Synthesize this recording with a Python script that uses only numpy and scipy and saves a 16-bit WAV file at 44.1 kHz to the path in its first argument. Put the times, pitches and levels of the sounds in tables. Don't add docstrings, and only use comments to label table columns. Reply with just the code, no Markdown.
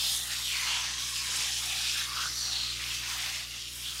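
import sys
import numpy as np
from scipy import signal
from scipy.fft import rfft, irfft, next_fast_len
from scipy.io import wavfile
from scipy.ndimage import uniform_filter1d, map_coordinates

SR = 44100
rng = np.random.default_rng(int(sys.argv[2]) if len(sys.argv) > 2 else 0)


def wrap_up_sound(samples):
    columns = np.atleast_2d(samples).T
    tamed = np.clip(columns, -1, 1)
    steps = np.round(tamed * 32767).astype(np.int16)
    wavfile.write(sys.argv[1], SR, steps)


N = 176400

# time in seconds, level in dB.
SPRAY_LEVEL = [(0,-31.5),(.14,-36),(.2,-42),(.285,-40),(.33,-35.5),(.41,-35),(.47,-34.5),(.6,-33.5),(.69,-32.5),(.8,-33),(.92,-35.5),(1.1,-36.5),(1.2,-34.5),(1.4,-33),(1.54,-33.5),(1.8,-35.5),(1.88,-32),(2.01,-34.5),(2.11,-38),(2.23,-33.5),(2.32,-38.5),(2.42,-35.5),(2.62,-36),(2.79,-38.5),(2.89,-37),(2.96,-35.5),(3.005,-38),(3.06,-36),(3.35,-36),(3.48,-43),(3.61,-40),(3.73,-43),(3.86,-40.5),(3.95,-40.5),(4,-37)]
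# frequency in Hz, relative level in dB.
SPRAY_COLOUR = [(300,-18),(1500,-6.5),(2600,0),(3600,0),(4600,-1.5),(5500,-2),(7200,-7),(9500,-14.5),(15000,-47)]
# time in seconds, edge in Hz.
SPRAY_EDGE = [(0,2840),(.24,3060),(.33,2080),(.44,3000),(.55,2180),(.8,2150),(1.04,3100),(1.2,2250),(1.52,2590),(2.22,2550),(2.35,3770),(2.6,2700),(2.82,2140),(3.25,2060),(3.65,2700),(4,2940)]
# time in seconds, boost or cut in dB.
SPRAY_BODY = [(0,0.5),(1.2,-2),(1.55,-2),(1.75,-1),(2.2,-1),(2.6,-0.5),(2.9,1.5),(3.2,-3),(3.5,1),(3.75,2.5),(4,-1.5)]
def spray():
    def tone(hz, t):
        body = amp(curve(SPRAY_BODY, t) * bell(hz, centre_hz=2870, octaves=0.25))
        return body * low_cut(hz, curve(SPRAY_EDGE, t), steepness=6)
    grains = droplets(960, 10800, cycles=9.9, scatter_db=2.5, count=18000, samples=240)
    hiss = water(grains, SPRAY_COLOUR, wash_db=0.5, patchy_db=1.45)
    return shaped(hiss, tone) * amp(curve(SPRAY_LEVEL) + flutter_db(45))


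def cupped(x):
    start, length = 2.22, 0.47
    hz, t, spectrum = signal.stft(x, SR, nperseg=512)
    depth_db = 2 * np.interp(t, np.arange(N) / SR, gate(start, length, rise=0.1, fall=0.1))
    pitch_hz = 1470 - 200 * np.clip(t - start, 0, length)
    ripple = np.cos(2 * np.pi * hz[:, None] / pitch_hz)
    return signal.istft(spectrum * amp(depth_db * ripple))[1][:N]


# start in seconds, length in seconds,
# first pitch in Hz, last pitch in Hz, width of the band in Hz, relative level in dB.
HOLLOWS = [ (-.05,0.31,3410,3610,720,-35), (-.02,0.19,4870,5120,1000,-34.5), (.28,0.098,1855,1747,400,-41),
           (0.408,0.17,3960,2293,900,-35), (0.497,0.18,2603,2260,600,-37), (0.529,0.36,1065,1003,170,-47),
           (0.651,0.15,1013,1004,260,-43), (0.649,0.18,2955,3110,600,-33.5), (.65,.09,4500,4440,800,-36),
           (.58,.54,6160,6120,800,-42), (0.852,0.34,1037,1114,110,-52.5), (0.972,0.14,3400,3355,600,-39),
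           (1.139,0.094,2660,2560,350,-40.5), (1.17,0.3,1076,951,109,-51.5), (1.628,0.21,760,797,160,-56),
           (1.64,0.44,3483,3690,700,-39), (1.652,0.4,2620,2590,280,-42.5), (1.78,0.26,5390,5190,750,-39),
           (1.939,0.14,1663,1725,250,-41), (2.049,0.19,1170,1265,200,-45.5),
           (2.135,0.166,1343,1420,387,-37), (2.13,0.16,2930,2886,600,-44), (2.124,.24,5170,5500,1090,-37),
           (2.22,0.54,1279,1207,140,-54.5), (2.35,0.24,4726,3946,750,-34.5), (2.33,0.22,6010,5760,600,-38),
           (2.491,.3,3795,3857,1000,-38.5), (2.532,.2,4220,4180,520,-34.5), (2.88,0.12,2916,3076,750,-38),
           (3.054,0.13,1090,1026,320,-51.5), (3.815,0.13,3420,3320,750,-38)]
def hollows():
    out = np.zeros(N)
    for start, length, first_hz, last_hz, width_hz, db in HOLLOWS:
        pitch_hz = curve([(start, first_hz), (start + length, last_hz)])
        phase = 2 * np.pi * np.cumsum(pitch_hz) / SR
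        smoothing = signal.butter(2, width_hz / 2, fs=SR)
        slow_a, slow_b = unit(signal.lfilter(*smoothing, rng.standard_normal((2, N))))
        ring = slow_a * np.cos(phase) + slow_b * np.sin(phase)
        out += amp(db - 2) * gate(start, length, rise=0.047, fall=0.06) * ring
    return out


# time in seconds, relative level in dB.
MIST_LEVEL = [(0,-39.5),(.07,-37.5),(.155,-33),(.19,-37),(.33,-42.5),(.5,-41.5),(.7,-45.5),(.94,-50),(1.02,-43),(1.17,-41),(1.42,-39.5),(1.7,-42),(1.83,-43),(2.0,-41.5),(2.11,-46.5),(2.2,-47.5),(2.42,-45),(2.6,-50.5),(2.77,-50.5),(2.94,-45.5),(3.05,-50),(3.1,-45.5),(3.3,-46.5),(3.46,-51),(3.66,-52),(3.75,-44.5),(3.92,-47),(4,-45)]
# frequency in Hz, relative level in dB.
MIST_COLOUR = [(2000,-52),(5000,-3),(7500,-2),(10000,-1),(12000,-4),(14000,-8),(15700,-11)]
# time in seconds, tilt toward the treble in dB per octave.
MIST_TILT = [(0,2),(.08,5),(.15,-3),(.4,3),(.85,1),(1.35,-8),(1.75,-2),(2.3,2),(3,5),(3.55,4),(4,3)]
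def mist():
    def tilt(hz, t):
        octaves = np.clip(np.log2(hz / 9300), -.5, 1)
        return amp(curve(MIST_TILT, t) * octaves)
    grains = droplets(5700, 14000, cycles=6, scatter_db=3.0, count=20000, samples=80)
    fizz = water(grains, MIST_COLOUR, wash_db=-0.5, patchy_db=1.45)
    return shaped(fizz, tilt) * amp(curve(MIST_LEVEL) + 0.5 + flutter_db(43))


# time in seconds, relative level in dB.
SPLASH_LEVEL = [(0,-47),(.15,-45.5),(.27,-47),(.32,-43),(.4,-43),(.46,-52),(.54,-42.5),(.6,-44),(.7,-38),(.85,-40.5),(.96,-47),(1.1,-45),(1.2,-44),(1.3,-43),(1.42,-38.5),(1.56,-47),(1.73,-42),(1.89,-46.5),(2.0,-43.5),(2.08,-45),(2.23,-44),(2.32,-47),(2.42,-48.5),(2.52,-45.5),(2.66,-48.5),(2.75,-50),(2.81,-41.5),(2.9,-44),(3.0,-49.5),(3.04,-44),(3.12,-41),(3.22,-41),(3.3,-40.5),(3.4,-45),(3.48,-51.5),(3.55,-45.5),(3.65,-54),(3.78,-50),(3.9,-49),(4,-47.5)]
# frequency in Hz, relative level in dB.
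SPLASH_COLOUR = [(200,-12),(500,-12),(760,-0.5),(950,-5),(1150,-1.5),(1500,0.5),(2100,1.5),(2800,-1),(5000,-19),(12000,-47)]
# time in seconds, edge in Hz.
SPLASH_EDGE = [(0,670),(.27,656),(.36,845),(.48,810),(.57,1080),(.72,780),(.86,756),(.96,920),(1.22,1010),(1.4,850),(1.56,670),(1.75,695),(2.0,870),(2.22,970),(2.4,700),(2.6,720),(2.8,1050),(3.03,930),(3.14,790),(3.42,660),(3.7,950),(4,1010)]
def splash():
    def tone(hz, t):
        leak = amp(-10)
        return leak + low_cut(hz, curve(SPLASH_EDGE, t), steepness=8)
    grains = droplets(396, 3520, cycles=35, scatter_db=1.0, count=4000, samples=1100)
    run_off = water(grains, SPLASH_COLOUR, wash_db=2, patchy_db=1.7)
    return shaped(run_off, tone) * amp(curve(SPLASH_LEVEL) - 0.5 + flutter_db(29.7))


# start in seconds, relative level in dB, pitch in Hz.
DROPS = [(.299,-26,4000),(.428,-22,4300),(.526,-24,3000),(.685,-22,4200),(1.303,-22,3900),(1.585,-26,5000),(2.02,-24,3400),(2.095,-27,5000),(2.278,-26,5200),(2.634,-23,4200),(2.811,-27,2600)]
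# frequency in Hz, boost or cut in dB.
DROP_COLOUR = [(300,-12),(2000,0),(7000,0),(11000,-5),(15000,-16)]
def drops():
    out, t = np.zeros(N + SR), np.arange(SR // 20) / SR
    for start, db, hz in DROPS:
        tick = np.sin(2 * np.pi * hz * t) + .5 * rng.standard_normal(len(t))
        out[round(start * SR):][:len(t)] += amp(db) * tick * decay(t, ring_s=.0022)
    return filtered(out[:N], lambda hz: amp(along(DROP_COLOUR, hz)))


# start in seconds, length in seconds, pitch in Hz, level in dB.
SPATTERS = [(1.356,.022,8950,-36),(1.655,.025,11000,-43),(2.16,0.1,13300,-54),(2.945,.022,4970,-40),(3.082,0.023,8000,-46)]
def spatters():
    grains = droplets(2500, 13700, cycles=3.5, scatter_db=1.5, count=12000, samples=100)
    out = np.zeros(N)
    for start, length, centre_hz, db in SPATTERS:
        clump = unit(filtered(grains, lambda hz: bell(hz, centre_hz, octaves=.28)))
        out += amp(db) * gate(start, length, rise=.003, fall=.011) * clump
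    return out


# start in seconds, length in seconds, level in dB.
BUMPS = [(1.278,0.028,-51.5),(1.298,0.17,-59),(2.25,.03,-55),(2.29,0.034,-57),(2.444,.025,-56)]
# frequency in Hz, relative level in dB.
BUMP_COLOUR = [(50,-9),(140,4),(300,-5),(550,-3),(1000,-20),(4000,-58)]
def bumps():
    level = sum(amp(db) * gate(start, length, rise=.008, fall=.02) for start, length, db in BUMPS)
    return level * coloured(rng.standard_normal(N), BUMP_COLOUR)


def basin(x):
    t, out = np.arange(SR // 5) / SR, np.zeros(N)
    step_s = .2
    for centre in np.arange(0, N / SR + step_s, step_s):
        tail = rng.standard_normal(len(t)) * decay(t, ring_s=0.035)
        piece = x * gate(centre - step_s, 2 * step_s, rise=step_s, fall=step_s)
        out += signal.oaconvolve(piece, tail / np.linalg.norm(tail))[:N]
    return out


# multiple of the mains frequency, level in dB before the swell.
HUM_TONES = [(1,-54.5),(2,-58.5),(3,-71),(4,-73),(5,-69.5),(6,-71.5),(7,-79.5),(8,-75.5),(9,-78),(10,-76.5)]
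# time in seconds, boost or cut in dB.
HUM_SWELL = [(0,0),(2.4,1.5),(2.8,4),(3.1,1.5),(3.6,-2),(4,0.5)]
# frequency in Hz, relative level in dB.
AIR_COLOUR = [(20,-15),(45,3),(90,0.5),(150,0),(260,-4),(450,-10.5),(900,-25),(4000,-32)]
def hum_and_air():
    mains_hz = 59.75
    phase = 2 * np.pi * mains_hz * np.arange(N) / SR
    hum = sum(amp(db) * np.sqrt(2) * np.sin(multiple * phase + 2 * np.pi * rng.random())
              for multiple, db in HUM_TONES)
    air = amp(-62) * coloured(rng.standard_normal(N), AIR_COLOUR)
    return hum * amp(curve(HUM_SWELL)) + air


def droplets(low_hz, high_hz, cycles, scatter_db, count, samples):
    when, pitch, life, weight = rng.random((count, 4)).T[:, :, None]
    hz = low_hz + (high_hz - low_hz) * pitch
    t = np.arange(samples) / SR
    ring_s = cycles * (.5 + life) / hz
    strength = amp(scatter_db * np.minimum(-np.log(1 - weight), 5))
    gain = strength / np.sqrt(ring_s)
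    rings = gain * decay(t, ring_s) * np.sin(2 * np.pi * hz * t)
    positions = (when * N).astype(int) + np.arange(samples)
    return unit(np.bincount(positions.ravel(), rings.ravel(), N)[:N])


def water(grains, colour, wash_db, patchy_db):
    blend = coloured(grains, colour) + amp(wash_db) * coloured(rng.standard_normal(N), colour)
    spectrum = signal.stft(blend, nperseg=512)[2]
    patches = uniform_filter1d(rng.standard_normal(spectrum.shape), size=5, axis=0)
    patches = uniform_filter1d(patches, size=13, axis=1)
    return unit(signal.istft(spectrum * amp(patchy_db * unit(patches)))[1][:N])


def flutter_db(rate):
    return .55 * map_coordinates(rng.standard_normal(2048), [np.arange(N) * rate / SR], mode="wrap")


def amp(db):
    return 10 ** (np.asarray(db) / 20)


def unit(x):
    return x / np.sqrt(np.mean(x ** 2) + 1e-20)


def along(points, hz):
    frequencies, values = np.transpose(points)
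    return np.interp(np.log(hz + 1), np.log(frequencies + 1), values)


def curve(rows, t=None):
    return np.interp(np.arange(N) / SR if t is None else t, *np.transpose(rows))


def gate(start, length, rise, fall):
    t = np.arange(N) / SR - start
    fade_in = np.sin(np.pi / 2 * np.clip(t / rise, 0, 1))
    fade_out = np.sin(np.pi / 2 * np.clip((length - t) / fall, 0, 1))
    return fade_in * fade_out


def decay(t, ring_s):
    return np.exp(-np.log(1000) * t / ring_s)


def bell(hz, centre_hz, octaves):
    return np.exp(-.5 * (np.log2((hz + 1) / centre_hz) / octaves) ** 2)


def low_cut(hz, edge_hz, steepness):
    return 1 / np.sqrt(1 + (edge_hz / hz) ** (2 * steepness))


def filtered(x, response):
    size = next_fast_len(N + SR // 4)
    return irfft(rfft(x, size) * response(np.fft.rfftfreq(size, 1 / SR)), size)[:N]


def coloured(x, colour):
    return unit(filtered(x, lambda hz: amp(along(colour, hz))))


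def shaped(x, gain):
    hz, t, spectrum = signal.stft(x, SR, nperseg=512)
    return unit(signal.istft(spectrum * gain(hz[:, None] + 1, t))[1][:N])


def scene():
    wet = cupped(spray() + mist()) + splash() + hollows() + drops() + spatters()
    mono = wet + amp(-14) * basin(wet) + bumps() + hum_and_air()
    return np.array([mono, mono])


def record(dry):
    return np.array([filtered(x, lambda hz: hz < 15800) for x in dry])


dry = scene()
out = record(dry)
wrap_up_sound(out)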